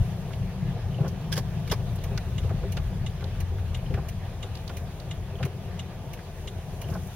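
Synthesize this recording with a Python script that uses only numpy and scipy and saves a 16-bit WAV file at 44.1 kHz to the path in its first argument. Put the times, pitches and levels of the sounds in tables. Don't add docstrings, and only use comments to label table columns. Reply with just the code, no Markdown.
import sys
import numpy as np
from scipy import signal
from scipy.fft import rfft, irfft, next_fast_len
from scipy.io import wavfile
from scipy.ndimage import uniform_filter1d, map_coordinates

SR = 44100
rng = np.random.default_rng(int(sys.argv[2]) if len(sys.argv) > 2 else 0)


def voltage_ratio(level):
    return 10 ** (np.asarray(level, float) / 20)


def store_wav(level_fs):
    pcm = np.round(np.clip(np.atleast_2d(level_fs), -1, 1) * 32767)
    wavfile.write(sys.argv[1], SR, pcm.T.astype(np.int16))


N = 315315


def unit(x):
    return x / np.sqrt(np.mean(x ** 2) + 1e-20)


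def along(points, hz):
    f, v = np.transpose(points)
    return np.interp(np.log(hz + 1), np.log(f + 1), v)


def curves(rows):
    s, *columns = np.transpose(rows)
    return [np.interp(np.arange(N) / SR, s, column) for column in columns]


def wobble(rate):
    knots = rng.standard_normal(int(N * rate / SR) + 4)
    return map_coordinates(knots, [np.arange(N) * rate / SR])


def filtered(x, response):
    n = x.shape[-1]
    m = next_fast_len(n + SR // 4)
    return irfft(rfft(x, m) * response(np.fft.rfftfreq(m, 1 / SR)), m)[..., :n]


def modes(rows):
    def response(f):
        return sum((-1) ** k * voltage_ratio(db) * 1j * f * width / (hz * hz - f * f + 1j * f * width)
                   for k, (hz, width, db) in enumerate(rows))
    return response


def below(response, edge_hz):
    return lambda f: response(f) / (1 + 1j * f / edge_hz) ** 2


def rush(response, patchy_db):
    z = signal.stft(rng.standard_normal((2, N)), nperseg=512)[2]
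    field = uniform_filter1d(rng.standard_normal(z.shape[1:]), 6, 0)
    field = unit(uniform_filter1d(field, 10, 1))
    noise = signal.istft(z * voltage_ratio(patchy_db * field), nperseg=512)[1][:, :N]
    pair = filtered(noise, response)
    return pair / np.std(pair[0])


def steadied(pair, seconds):
    swell = uniform_filter1d(pair[0] ** 2, size=round(seconds * SR))
    swell = uniform_filter1d(swell, size=round(seconds * SR / 2))
    return pair / np.sqrt(np.abs(swell) + 0.096)


def shake(rise, t60):
    t = np.arange(SR // 5) / SR
    swell = (1 - np.exp(-t / max(rise, 1e-4))) ** 2
    return rng.standard_normal((2, len(t))) * swell * voltage_ratio(-60 * t / max(t60, 1e-3))


def ring(rows):
    hz, db, t60, delay = np.transpose(rows)[..., None]
    t = np.maximum(np.arange(SR // 5) / SR - delay, 0)
    level_db = db + 0.37 * rng.standard_normal(hz.shape)
    swell = voltage_ratio(level_db - 60 * t / t60) * (1 - np.exp(-t / 0.0011))
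    phase = rng.random((2, len(rows), 1))
    return np.sum(swell * np.sin(2 * np.pi * (hz * t + phase)), axis=1)


def add(track, s, db, sound):
    peak = np.sqrt(2 * np.max(np.abs(uniform_filter1d(sound[0] ** 2, size=200))))
    track[:, round(s * SR):][:, :sound.shape[1]] += voltage_ratio(db) * sound / peak


# (time [s], level [dB], lean to the upper modes [dB])
ROAD = [(0.0, -31, 5), (0.38, -32, 1), (0.69, -27.5, 3.5), (0.92, -30, 6), (1.13, -30.5, 3.5),
        (2.15, -29, 0.5), (2.67, -31.5, -1), (3.23, -31, -3), (3.6, -32, -8.5), (3.96, -30.5, 0),
        (4.14, -34.5, -2), (4.48, -35.5, -6.5), (5.1, -35.5, -0.5), (5.79, -36, 0), (6.59, -39, -2.5),
        (6.97, -32, 8.5), (7.15, -39.5, -8)]
# (time [s], swell [dB])
RUTS = [(0.0, 19.5), (0.42, 1), (0.67, 0), (0.86, 7), (1.0, -15), (1.06, -4), (1.53, -4), (1.73, 7),
        (2.45, 5.5), (2.79, 10), (2.87, 9), (3.01, 4.5), (3.08, 1.5), (3.29, 5.5), (3.42, 6), (3.54, 1.5),
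        (3.94, 10), (4.52, 1.5), (5.22, 4), (5.42, 8), (6.59, 9), (6.63, -6), (6.93, 8)]
# (frequency [Hz], width [Hz], level [dB])
LOW_BOOM = [(40.3, 23, -10), (65.7, 38.3, -10.5), (88.7, 20.4, -6)]
HIGH_BOOM = [(120.5, 13.3, -0.5), (155.3, 9.4, 0), (183.5, 13.2, -3.5)]


def boom():
    heave_s = 0.026
    lumpy_db, lumps_per_s = 2, 9
    shaking_db, lean_db = curves(ROAD)
    t = np.arange(N) / SR
    heave_db = sum(db * np.maximum(1 - np.abs(t - s) / (2 * heave_s), 0) for s, db in RUTS)
    low_db = shaking_db - 0.5 - lean_db / 2 + heave_db + lumpy_db * wobble(lumps_per_s)
    high_db = shaking_db - 3 + lean_db / 2 - 0.15 * heave_db + lumpy_db * wobble(lumps_per_s)

    def cabin(rows):
        steep = lambda f: modes(rows)(f) / (1 + (f / 215) ** 6)
        return steadied(rush(steep, patchy_db=-2.3), seconds=0.056)

    return voltage_ratio(low_db) * cabin(LOW_BOOM) + voltage_ratio(high_db) * cabin(HIGH_BOOM)


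# (time [s], level [dB])
SLUSH = [
    (0.0, -63),
    (0.69, -67),
    (2.09, -63.5),
    (3.09, -66),
    (4.42, -66),
    (4.76, -63.5),
    (5.24, -66.5),
    (5.95, -67),
    (7.15, -60.5),
]
# (frequency [Hz], density [dB per Hz])
DUCTS = [(120, -4), (200, 0), (233, -6.5), (269, -4), (297, -9.5), (383, 0), (420, -4.5), (485, -2.5),
         (564, -6), (593, -6), (662, -2), (860, -9), (936, -10), (1300, -23), (1500, -21.5), (1950, -78),
         (3300, -120)]
RUB = [(650, -16), (1100, -6), (1210, -2.5), (1310, -10), (1670, -4.5), (2160, -9), (2480, -7.5),
       (3500, -10.5), (3940, -13.5), (4270, -15.5), (5230, -19.5), (6760, -28), (7500, -28), (9750, -57),
       (16500, -120)]
HISS = [(3530, -24), (6000, -4), (7820, -9.5), (8520, -6), (9240, -7), (9990, -7), (15900, -9)]


def air():
    shaking_db, lean_db = curves(ROAD)
    swing_db = shaking_db - shaking_db.mean()
    fan_db = -44.5 + 0.1 * swing_db + 0.15 * lean_db
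    rub_db = -53.5 + 0.25 * swing_db
    hiss_db = 3.5 + curves(SLUSH)[0]
    flutter = wobble(12)

    def layer(db, shape, patchy_db):
        moving_db = db + 0.24 * flutter + 0.66 * wobble(25)
        return voltage_ratio(moving_db) * rush(lambda f: voltage_ratio(along(shape, f)), patchy_db)

    return layer(fan_db, DUCTS, 1.2) + layer(rub_db, RUB, 1.6) + layer(hiss_db, HISS, 0.8)


TRIM = [(0.3244, -46, 2600), (0.3322, -33, 2500), (1.6765, -34, 2200), (2.1081, -41, 1770),
        (2.176, -26, 1440), (2.4928, -33.5, 1450), (2.7708, -29.5, 2400), (3.2074, -36.5, 2380),
        (3.221, -38, 1570), (3.3485, -39, 1620), (3.5844, -35.5, 1500), (3.94, -27.5, 1650),
        (4.6937, -34, 2650), (5.4287, -24, 1900), (5.4291, -41, 2700), (6.1729, -41, 1830),
        (6.1914, -34, 1720)]
RUBBER = [
    (1.9889, -42, 3900),
    (2.177, -26.5, 4440),
    (2.7693, -31, 3820),
    (3.242, -33.5, 3900),
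    (4.5537, -34, 3750),
    (4.573, -39, 3940),
    (4.6786, -31, 3970),
    (5.001, -36, 4040),
]
CRUST = [
    (1.0096, -46, 3800),
    (1.0793, -37.5, 5300),
    (1.3766, -29, 5170),
    (1.6756, -38, 4400),
    (6.9, -42.5, 4900),
    (6.939, -41, 4900),
]
SPRAY = [
    (1.9565, -40.5, 9500),
    (3.7698, -47, 9500),
    (6.3094, -57, 9500),
    (6.8838, -47, 9400),
    (6.9097, -47, 9400),
    (7.0698, -43, 9500),
]
# (treble [dB], width over centre [ratio], t60 [s])
SNAP_KINDS = [
    (-28, .82, 0.058),
    (-19, 0.54, 0.021),
    (-7.5, 0.59, 0.071),
    (-3, 0.97, .06),
]


def snaps(track):
    for rows, (treble_db, breadth, t60) in zip((TRIM, RUBBER, CRUST, SPRAY), SNAP_KINDS):
        edge = modes([(12000, 6000, treble_db / 2)])
        for s, db, hz in rows:
            body = modes([(hz, breadth * hz, 0)])
            sound = filtered(shake(0.0018, t60), lambda f: body(f) ** 2 + edge(f) ** 2)
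            add(track, s - 0.002, db - 8, sound)


# (time [s], peak level [dB], pitch [Hz])
THUMPS = [(0.007, -27, 105), (0.407, -24, 115), (1.077, -24, 123), (1.402, -18.5, 125), (1.571, -24.5, 158),
          (1.701, -19, 149), (1.929, -27, 159), (2.15, -20, 121), (2.497, -18.5, 104), (2.54, -19, 137),
          (2.772, -23, 109), (3.4, -25, 107), (3.898, -21.5, 151), (3.938, -17.5, 125), (5.419, -19.5, 118),
          (5.442, -16.5, 131), (6.887, -22, 115), (6.913, -19, 129),
          (1.004, -13, 130),
]
# (time [s], peak level [dB], tilt [dB per octave])
FLOPS = [(0.306, -38.5, 13), (0.982, -27, -5), (1.007, -29.5, -1), (1.029, -27.5, 2), (1.044, -26, 0.6),
         (1.058, -30.5, 1.5), (2.055, -33, 1), (2.111, -30, -0.6), (2.442, -29.5, -4.5),
         (2.504, -26.5, -1.2), (2.633, -26.5, -2.5), (2.769, -30, 7.5), (3.224, -32.5, 1.5),
         (3.906, -27.5, -9), (3.94, -29.5, 2.5), (3.974, -26, 0.5), (3.988, -37, 0), (4.438, -35.5, -2),
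         (4.697, -32.5, 3), (5.338, -32, -12), (5.399, -28, -0.6), (5.454, -27, 0), (5.475, -36, -5),
         (5.537, -38, -6), (6.853, -39, -2), (6.89, -32.5, -2), (6.924, -34.5, 5.5), (6.951, -26, 4),
         (6.964, -45, -1.2)]
# (frequency [Hz], width [Hz], level [dB])
GLASS = [(300, 52, -6), (397.2, 20.6, 10.5), (528, 38, 1.5), (667, 51, 0.5), (810, 57, -2),
         (1056, 130, -10), (1440, 220, -8), (1900, 2000, -21.5)]
# (time [s], peak level [dB], delay of second tick [s])
SWEEP_ENDS = [
    (0.9464, -44, 0.039),
    (2.435, -51, .018),
    (3.8633, -46.5, 0.044),
    (5.3567, -46, .0333),
    (6.8433, -45, 0.045),
]
# (frequency [Hz], level [dB])
SLACK = [
    (3050, -1.5),
    (2820, -3.5),
]


def wipers(track):
    push = np.pad(np.hanning(SR // 400), (0, SR // 5)) * np.ones((2, 1))
    for s, db, hz in THUMPS:
        panel = modes([(hz, 48, 0)])
        add(track, s, db - 1, filtered(push, lambda f: panel(f) ** 2))
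    for s, db, tilt_db in FLOPS:
        glass = [(hz, width, level_db + tilt_db * np.log2(hz / 600)) for hz, width, level_db in GLASS]
        flop = filtered(shake(rise=0.004, t60=0.075), below(modes(glass), edge_hz=1560))
        add(track, s - 0.004, db - 3.5, flop)
    for s, db, later in SWEEP_ENDS:
        for k, (hz, level_db) in enumerate(SLACK):
            joint = modes([(hz, 450, 0)])
            tick = filtered(shake(0.00069, 0.037), lambda f: joint(f) ** 2)
            add(track, s + k * later - 0.003, db + level_db + 1.5, tick)


# (time [s], peak level [dB], knock [dB])
STALK = [(1.319, -29.5, -10), (1.3254, -22.5, -29), (1.3355, -29.5, -20), (1.3562, -31, -16),
         (1.3658, -26.5, -15), (1.3753, -19.5, -1), (1.3886, -28, -6), (1.7128, -21.5, -7),
         (1.717, -17.5, -8), (1.7239, -17, 5), (1.7358, -25, 0)]
# (frequency [Hz], width [Hz], level [dB])
STALK_MODES = [(1620, 200, -0.5), (2400, 400, -6.5), (3080, 510, -3.5), (4950, 1000, -6), (6200, 1600, -10),
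               (10200, 3600, -16.5), (14900, 2500, -18)]
COLUMN = [(490, 340, 10.5), (1140, 180, 9), (1780, 800, -6)]
# (frequency [Hz], level [dB], t60 [s], delay [s])
LEVER_RING = [(1598, -1, 0.036, 0), (3280, 5, 0.027, 0.00094), (3520, -2.5, 0.029, .003), (5280, 2, .03, 0)]


def stalk(track):
    housing = modes(STALK_MODES)
    column = below(modes(COLUMN), edge_hz=3000)
    for s, db, knock_db in STALK:
        body = lambda f: housing(f) + voltage_ratio(knock_db) * column(f)
        add(track, s - 0.002, db - 7, filtered(shake(rise=0.002, t60=0.048), body))
        add(track, s, db - 20 - 0.4 * knock_db, ring(LEVER_RING))


# (frequency [Hz], level [dB], t60 [s], delay [s])
CASE_RING = [(1180, -7.5, 0.029, 0.0037), (2084, -6.5, 0.042, 0.0021), (2864, 4.5, 0.031, 0.0018),
             (3340, -17, 0.032, .003), (3770, -7.5, 0.039, .007), (3440, -12, 0.05, 0.0099)]
# (frequency [Hz], width [Hz], level [dB])
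MAKE_MODES = [(2160, 820, -12.5), (3550, 320, -0.5), (6800, 1400, -13.5), (9300, 6900, -27)]
BREAK_MODES = [(1830, 360, 1.5), (2300, 330, 8), (2950, 450, 4.5), (4170, 210, 3.5), (6140, 580, -1),
               (9000, 660, -2), (13300, 12000, -5.5)]


def relay(track):
    first_s, blink_s, lit_s, blinks = 1.701, 0.6824, 0.34, 8
    make_db, break_db = -23.5, -38
    closing, opening = shake(0.0043, 0.055), shake(0.0031, 0.031)
    for s in first_s + blink_s * np.arange(blinks):
        add(track, s - 0.003, make_db - 12.5, ring(CASE_RING))
        tick = filtered(closing + 0.5 * shake(0.0011, 0.044), modes(MAKE_MODES))
        add(track, s - 0.005, make_db - 17, tick)
        tock = filtered(opening + 0.5 * shake(0.0049, 0.063), modes(BREAK_MODES))
        add(track, s + lit_s - 0.0045, break_db - 1.5, tock)


def ports(pair, wide, lean):
    own = filtered(pair[1], lambda f: voltage_ratio(along(wide, f)))
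    leaked = filtered(pair[0], lambda f: along(lean, f))
    return np.array([pair[0], own + leaked])


# (frequency [Hz], level [dB])
WIDE_NEAR = [(100, -37), (1000, -10), (2500, -9.5), (4000, -0.5), (6000, 2.5), (9000, 7.5), (15000, 7)]
WIDE_AIR = [(100, -21), (400, -15), (1000, -10), (2500, -3.5), (5000, 2.5), (10000, 5), (15000, 3)]
# (frequency [Hz], share [ratio])
LEAN_NEAR = [(150, 0.14), (1000, -0.02), (3000, -0.16), (6000, -0.5), (10000, -0.8), (15000, -.1)]
LEAN_AIR = [(150, 0.16), (500, 0.083), (1400, -0.054), (5000, -0.063), (14000, -0.046)]


def scene():
    near = np.zeros((2, N + SR))
    for source in (snaps, wipers, stalk, relay):
        source(near)
    close = ports(near[:, :N], WIDE_NEAR, LEAN_NEAR)
    diffuse = ports(boom() + air(), WIDE_AIR, LEAN_AIR)
    mid, side = close + diffuse
    return np.array([mid + side, mid - side])


def low_pass(x):
    return signal.sosfilt(signal.butter(12, 16340, fs=SR, output="sos"), x)


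def record(dry):
    def port(f):
        notch = 1 - 0.49 / (1 + ((f - 7850) / 450) ** 2)
        low_cut = (f / 22) ** 2 / (1 + (f / 22) ** 2)
        return notch * (f < 15920) * low_cut

    return low_pass(filtered(dry, port))


dry = scene()
out = record(dry)
store_wav(out)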